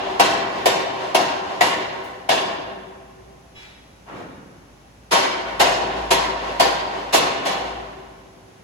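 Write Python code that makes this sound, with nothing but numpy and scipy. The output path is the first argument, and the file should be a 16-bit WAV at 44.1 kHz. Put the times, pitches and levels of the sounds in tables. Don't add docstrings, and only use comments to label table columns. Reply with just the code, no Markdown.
import sys
import numpy as np
from scipy import signal
from scipy.fft import rfft, irfft
from scipy.io import wavfile
from scipy.ndimage import uniform_filter1d

SR = 44100
rng = np.random.default_rng(int(sys.argv[2]) if len(sys.argv) > 2 else 0)


def pcm_store(signal):
    levels = np.round(np.clip(np.atleast_2d(signal), -1, 1) * 32767)
    wavfile.write(sys.argv[1], SR, levels.astype(np.int16).T)


N = 380624
RING_SIZE = 98304
AGE = np.arange(RING_SIZE) / SR
FREQ = np.fft.rfftfreq(RING_SIZE, 1 / SR) + 1
SIDES = np.array([[1], [-1]])


# t/s, level/dB, direct crack/dB, clang/dB, bite f/Hz, bite/dB,
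# clank/dB, clank length/ms, thud/dB, low partials/dB, bar ring/dB, bar centre f/Hz, shudder/dB
BLOW_CUES = [(-0.267, 1.5, 6.5, 6, 3050, 14, -9, 15, -0.5, 6, 0, 1900, 3.5),
             (0.1975, 2.5, 5, 1.5, 3330, -4, -3, 26, -0.5, 1, -6, 1750, 4.5),
             (0.6579, 0.5, 5.5, 0, 3300, -7, 0, 28, -1, 6, -4, 1940, 5),
             (1.148, -0.14, 3, 2, 3030, 8, 0, 23, 0, -3, -1, 1780, 2.5),
             (1.6095, 0.5, 4, 0, 1920, 24, -7, 30, -0.5, -5, 0, 2050, -4),
             (2.292, -0.3, 3, 2.5, 2840, 17, -17.5, 13, 1, 1.5, -4, 1980, -33),
             (5.1223, 2.5, -17, -0.5, 1370, 32, -6.5, 28, -2.5, -2, -5, 1480, 0.5),
             (5.602, 2.5, -5.5, 3.5, 3600, 2, -2.5, 32, 0, -6, -6, 1900, 4),
             (6.1101, 1, -2, -0.5, 2880, 0, 0, 37, -1.5, -13, -2, 2850, 5),
             (6.599, 1, 2, 2, 1500, 6, -3, 38, -1, -14, 1, 1000, 2.5),
             (7.139, 1.5, -20, -1, 2900, -12, -0.5, 52, 1.5, 4.5, -4, 680, 4),
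             (7.459, -6, -10, 5.5, 2800, 12, -14, 56, 0, 1, -0.5, 680, -35)]
# f/Hz, left minus right/dB
BLOW_PAN = [(130, -1), (300, -1), (620, 3), (1000, 2.5), (2000, -2.5), (4000, 0.5), (12000, 0)]

def hammering(fades, frame_db, ring_db=-7.5, crack_db=11.5, partial_db=-30, bite_share=0.13):
    pan = undb(SIDES * at(BLOW_PAN, FREQ) / 2)
    treble_octaves = np.log2(np.maximum(FREQ / 1000, 1))
    bar_clang, sheet_thud = hump(hz=725, octaves=0.26), hump(hz=170, octaves=0.98)
    fade_out = np.minimum(2 * AGE[::-1], 1)
    out = np.zeros((2, N))
    for (s, db, direct_db, clang_db, bite_hz, bite_db, clank_db, clank_ms,
         thud_db, low_db, bar_db, bar_hz, _) in BLOW_CUES:
        swell_ms = 5.8 - 0.61 * direct_db
        tilt_db = (2.5 - 0.044 * direct_db) * treble_octaves
        early_db = -9.5 - 0.49 * direct_db
        spot_db = tilt_db + clang_db * bar_clang + thud_db * sheet_thud + 2 * mode_ripple(70)
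        bite = undb(bite_db * hump(bite_hz, octaves=0.24))
        lead_s = swell_ms / 1000
        contact = undb(crack_db + direct_db) * crack() * bite * delay(FREQ, lead_s)
        body = undb(ring_db) * dense_ring(fades, swell_ms, early_db) * bite ** bite_share
        body += undb(clank_db) * clank(swell_ms, clank_ms) * np.sqrt(bite)
        blow = irfft((contact + body) * minimum_phase(frame_db + spot_db) * pan)
        blow += undb(partial_db) * frame_ring(low_db, swell_ms)
        add(out, undb(db) * blow * fade_out, s - lead_s)
        add(out, undb(db + bar_db) * bar_ring(bar_hz), s)
    return out


# f/Hz, level/dB
CRACK_EQ = [(100, -33), (350, -19), (700, 14), (1400, -3.5), (3000, -9), (7000, -4), (15000, 4)]

def crack(scatter_s=0.0022, right_lag_s=0.000308, echo_s=0.0075, echo_db=-2.0, even_below_hz=1100):
    bursts = rfft(rng.standard_normal((3, RING_SIZE)) * np.exp(-np.minimum(AGE / scatter_s, 20)))
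    evenness = np.minimum(even_below_hz / FREQ, 1)
    bursts /= np.abs(bursts) ** evenness
    bursts /= np.sqrt(scatter_s * SR / 2) ** (1 - evenness)
    direct = bursts[0] * np.array([np.ones(len(FREQ)), delay(FREQ, right_lag_s)])
    rebound = undb(echo_db) * bursts[1:] * delay(FREQ, echo_s)
    return (direct + rebound) * minimum_phase(at(CRACK_EQ, FREQ))


# f/Hz, level/dB
CLANK_EQ = [(150, -40), (240, -19), (380, -2.5), (800, -3.5), (1300, -12.5), (2500, -2.5), (4100, -4),
            (6000, -5), (12000, 1), (15000, 4)]

def clank(swell_ms, length_ms):
    size = RING_SIZE // 8
    envelope = swell(swell_ms) * np.exp(-(AGE * 1000 / length_ms) ** 2)
    burst = irfft(diffuse(size)) * envelope[:size]
    return rfft(burst, RING_SIZE) * undb(at(CLANK_EQ, FREQ))


# f/Hz, level/dB, t60/s
BAR_MODES = [(657, 8, 0.16), (712, 5, 0.085), (965, 1, 0.13), (1450, -15, 0.24), (1597, -10.5, 0.22),
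             (1790, -8, 0.24), (1925, -11, 0.1), (2186, -0.5, 0.2), (2890, -22, 0.097), (3360, -4, 0.25)]

def bar_ring(centre_hz, bar_db=-24, favour_db=5.5, favour_octaves=0.18):
    modes = [(hz, db + favour_db * np.exp(-(np.log2(hz / centre_hz) / favour_octaves) ** 2), t60)
             for hz, db, t60 in BAR_MODES]
    return undb(bar_db) * partials(modes, detune=0.0036) * swell(ms=1.4)


# f/Hz, level/dB, t60/s
FRAME_MODES = [(381, -10, 4.2), (390, -16, 4.4), (399, -17, 3.6), (508, -8, 2.4), (672, -4, 2),
               (666, -4.5, 2.3), (789, -8.5, 3.2), (782, -11.5, 2.3), (978, -5, 0.89), (1030, -12, 2.9),
               (1070, -8, 2.1), (1324, -16, 1.8), (1432, -17, 2), (1588, -13, 1.3), (1778, -12, 1.3),
               (1940, -13, 1.2), (2125, -13, 0.6), (2305, -12, 1.1), (2460, -14, 0.7), (2665, -15, 1.2),
               (2840, -11, 0.9), (2885, -11, 1.1), (2965, -10, 0.9), (3130, -13, 1), (3420, -9, 0.6),
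               (3941, -16, .5), (4430, -17, .6), (4730, -15, .6), (5070, -13, 0.6), (5600, -16, .55)]

def frame_ring(low_db, swell_ms, low_below_hz=450):
    modes = [(hz, db + low_db * (hz < low_below_hz), t60) for hz, db, t60 in FRAME_MODES]
    return partials(modes, detune=0.00095) * swell(swell_ms)


def partials(modes, detune, spread_db=1.5, waver_per_s=22, waver_depth=0.45):
    out = np.zeros((2, RING_SIZE), np.float32)
    knots = np.arange(0, 3, 1 / waver_per_s)
    for hz, db, t60 in modes:
        t = AGE[:int(t60 * SR)]
        softness, mistuning = rng.standard_normal(2)
        phase = 2 * np.pi * hz * (1 + detune * mistuning) * t + rng.uniform(0, 2 * np.pi, (2, 1))
        wavers = waver_depth * rng.standard_normal((2, len(knots)))
        level_sway, phase_slip = (np.interp(t, knots, row) for row in wavers)
        envelope = undb(db - spread_db * softness - 60 * t / t60) * (1 + level_sway)
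        out[:, :len(t)] += envelope * np.sin(phase + 2 * phase_slip)
    return out


# f/Hz, level/dB
FRAME_EQ = [(30, -38.5), (110, -14.5), (250, -4.5), (450, -1.5), (680, 1.5), (870, 1), (1300, -6.5),
            (2300, -9.5), (3200, -11), (4200, -12.5), (6500, -20), (9000, -27), (11500, -29), (15500, -47)]
# f/Hz, width/Hz, boost/dB
FRAME_PEAKS = [(203, 12, 5), (226, 24, -6), (385, 20, 8), (435, 45, -2.5), (512, 24, 3), (605, 30, 2.5),
               (668, 42, 4.5), (722, 22, 4), (796, 34, 6), (872, 45, -5), (942, 42, 9), (1026, 19, 5.5),
               (1090, 75, 7), (1320, 40, 3), (1385, 45, -2), (1505, 40, 2), (1592, 35, 3), (1778, 24, 6.5),
               (1935, 55, 4.5), (2120, 45, 1.5), (2195, 45, -3.5), (2305, 60, 3), (2450, 80, -1),
               (2670, 50, 3), (2790, 40, 3.5), (2844, 36, 4.5), (2962, 60, 4), (3130, 90, 2), (3340, 70, 2),
               (3560, 110, 2), (3840, 120, -2), (5160, 130, 2)]

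def frame_colour():
    peaks_db = sum(db / (1 + (2 * (FREQ - hz) / width) ** 2) for hz, width, db in FRAME_PEAKS)
    return at(FRAME_EQ, FREQ) + peaks_db + .9 * mode_ripple(26)


def mode_ripple(width_hz, full_above_hz=2000):
    bins = max(int(width_hz * RING_SIZE / SR), 2)
    ripple = smooth(rng.standard_normal(len(FREQ)), bins)
    return ripple / ripple.std() * np.minimum(FREQ / full_above_hz, 1)


# f/Hz, t60/s
HALL_DECAY = [(100, 2.8), (260, 2.01), (700, 1.426), (1500, 1.624), (3000, 1.143), (5000, 0.88),
              (8000, 0.64), (12000, 0.45), (16000, 0.37)]

def hall_fades():
    hz, t60s = np.transpose(HALL_DECAY)
    bands = [np.interp(np.log(FREQ), np.log(hz), row) for row in np.eye(len(hz))]
    return [(np.float32(band), np.float32(undb(-60 * AGE / t60))) for band, t60 in zip(bands, t60s)]


def dense_ring(fades, swell_ms, early_db=3, early_s=0.021):
    field = diffuse(RING_SIZE).astype(np.complex64)
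    tail = sum(irfft(field * band) * fade * rattle() for band, fade in fades)
    early_boost = 1 + undb(early_db) * np.exp(-AGE / early_s)
    return rfft(tail * swell(swell_ms) * early_boost)


def rattle(changes_per_s=60, depth_db=1.4):
    knots = np.arange(0, 3, 1 / changes_per_s)
    gain = undb(depth_db * rng.standard_normal(len(knots)))
    return np.float32(np.interp(AGE, knots, gain / gain.mean()))


def swell(ms):
    return 1 - np.exp(-(AGE / (ms / 1000)) ** 2)


def shudders(frame_db, after_s=0.389, rise_s=0.1, fade_s=0.25, sheets_db=-21.5, dull_hz=5000,
             low_hz=385, low_s=0.018, low_db=-38.5):
    from_peak = AGE - after_s
    envelope = np.where(from_peak < 0, np.exp(-(from_peak / rise_s) ** 2), np.exp(-from_peak / fade_s))
    low_envelope = np.exp(-(from_peak / low_s) ** 2)
    colour = undb(frame_db) / np.hypot(1, FREQ / dull_hz)
    out = np.zeros((2, N))
    for s, _, direct_db, *_, db in BLOW_CUES:
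        sheets = undb(sheets_db) * irfft(diffuse(RING_SIZE) * colour) * envelope
        phase = 2 * np.pi * low_hz * AGE + rng.uniform(0, 2 * np.pi) + rng.uniform(0, 1, (2, 1))
        low_ring = undb(low_db + direct_db) * np.sin(phase) * low_envelope
        add(out, undb(db) * (sheets + low_ring), s)
    return out


# t/s, level/dB, centre f/Hz, width/octaves, attack/ms, early decay/ms
KNOCK_CUES = [(2.033, -40.5, 7000, 2.4, 4.7, 100), (3.53, -25, 2080, 1.6, 74, 430),
              (4.049, -12, 840, 1.08, 39, 140), (4.11, -7.5, 420, 1.7, 63, 76),
              (4.085, -5.5, 250, 0.89, 43, 110)]

def knocks(fades, trim_db=-13):
    out = np.zeros((2, N))
    for s, db, hz, octaves, swell_ms, early_ms in KNOCK_CUES:
        band_db = -60 * np.log10(1 + (np.log2(FREQ / hz) / octaves) ** 2 / 3)
        colour = minimum_phase(band_db + 3 * mode_ripple(40))
        reverb = dense_ring(fades, swell_ms, early_db=0, early_s=early_ms / 1000)
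        add(out, undb(db + trim_db) * irfft(reverb * colour), s)
    return out


# t/s, level/dB
CLINK_CUES = [(3.545, -45.5), (3.6, -53), (3.725, -57)]
# f/Hz, level/dB, t60/s
CLINK_MODES = [(905, -9, 0.8), (1690, -7, 1.2), (1976, -7, 1), (2210, -4, 0.7), (2345, 1, 0.7),
               (2595, -1, 0.6), (2670, -5, 0.7), (2977, 0, 0.5), (3343, 0, 0.7), (3885, -2, 1),
               (5222, -3, 0.4), (5545, -12, 0.6)]

def clink(fades, swell_ms=18, clatter_db=-39, clatter_hz=350):
    out = np.zeros((2, N))
    for s, db in CLINK_CUES:
        add(out, undb(db) * partials(CLINK_MODES, detune=0.003185) * swell(swell_ms), s)
    lowpass_db = -20 * np.log10(np.hypot(1, FREQ / clatter_hz))
    clatter = dense_ring(fades, swell_ms) * minimum_phase(4 * mode_ripple(40) + lowpass_db)
    add(out, undb(clatter_db) * irfft(clatter), CLINK_CUES[0][0])
    return out


# t/s, level/dB
ENGINE_FADER = [(4.6, -57), (5.44, -53), (5.47, -45.5), (5.9, -42.5), (6.02, -35.5), (7.54, -51),
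                (7.8, -44), (8.48, -62.5), (8.63, -102)]

def engine(firing_hz=55.2, slows_at_s=8.1, sag_hz_per_s=7.3, waver=0.0211, throb_db=2, trim_db=-1):
    t = np.arange(N) / SR
    hz = firing_hz - sag_hz_per_s * np.maximum(t - slows_at_s, 0)
    db = np.interp(t, *np.transpose(ENGINE_FADER))
    phase = 2 * np.pi * np.cumsum(hz * (1 + waver * drift(per_s=12))) / SR
    orders = np.sin(phase) + undb(-14) * np.sin(2 * phase) + undb(-18) * np.sin(3 * phase)
    return np.sqrt(2) * orders * undb(trim_db + db + throb_db * drift(per_s=5.3))


# f/Hz, level/dB
HUSH_EQ = [(25, -32), (38, -35), (55, 2.5), (110, 5.5), (200, 2.5), (400, -2.5), (800, -2.5), (1300, -9),
           (2500, -12.5), (4500, -18.5), (6100, -16.5), (7500, -24), (11000, -23), (13000, -32),
           (15500, -37)]

def street(hush_db=-48.5, breeze_db=0.6):
    hz = np.fft.rfftfreq(N, 1 / SR) + 1
    noise = irfft(diffuse(N) * undb(at(HUSH_EQ, hz)), N)
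    return noise / noise.std() * undb(hush_db + breeze_db * drift(per_s=2))


# f/Hz, correlation
STEREO_LIKENESS = [(50, .99), (125, 0.87), (250, 0.82), (550, 0.25), (1600, -0.19), (2500, 0.04),
                   (4200, 0.08), (5500, -0.19), (7000, 0.44), (9300, -0.89), (11000, 1), (13300, -1.15),
                   (15500, 0.92)]

def diffuse(size, end_on_share=0.019, right_lag_s=0.00049):
    hz = np.fft.rfftfreq(size, 1 / SR) + 1
    mid, side, along = rfft(rng.standard_normal((3, size), np.float32))
    likeness = np.clip(at(STEREO_LIKENESS, hz), -1, 1)
    around = mid * np.sqrt((1 + likeness) / 2) + SIDES * side * np.sqrt((1 - likeness) / 2)
    end_on = np.array([along, along * delay(hz, right_lag_s)])
    return np.sqrt(1 - end_on_share) * around + np.sqrt(end_on_share) * end_on


def minimum_phase(db):
    cepstrum = irfft(np.log(undb(db)))
    cepstrum[1:RING_SIZE // 2] *= 2
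    cepstrum[RING_SIZE // 2 + 1:] = 0
    return np.exp(rfft(cepstrum))


def drift(per_s):
    hold = int(SR / per_s)
    steps = np.repeat(rng.standard_normal(N // hold + 1), hold)
    return 1.3 * smooth(steps, hold)[:N]


def smooth(x, size):
    return uniform_filter1d(uniform_filter1d(x, size), size)


def hump(hz, octaves):
    return np.exp(-(np.log2(FREQ / hz) / octaves) ** 2)


def delay(hz, s):
    return np.exp(-2j * np.pi * hz * s)


def at(points, hz):
    f, value = np.transpose(points)
    return np.interp(np.log(hz), np.log(f), value)


def undb(db):
    return 10 ** (np.asarray(db) / 20)


def add(out, sound, s):
    start = int(round(s * SR))
    a, b = max(start, 0), min(start + sound.shape[1], N)
    out[:, a:b] += sound[:, a - start:b - start]


def scene():
    fades, frame_db = hall_fades(), frame_colour()
    truck_body = hammering(fades, frame_db) + shudders(frame_db)
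    return truck_body + knocks(fades) + clink(fades) + engine() + street()


def record(dry):
    top_hz = 16100
    rounded = dry / (1 + dry ** 6) ** (1 / 6)
    return signal.sosfilt(signal.ellip(8, .2, 70, top_hz, fs=SR, output="sos"), rounded)


dry = scene()
out = record(dry)
pcm_store(out)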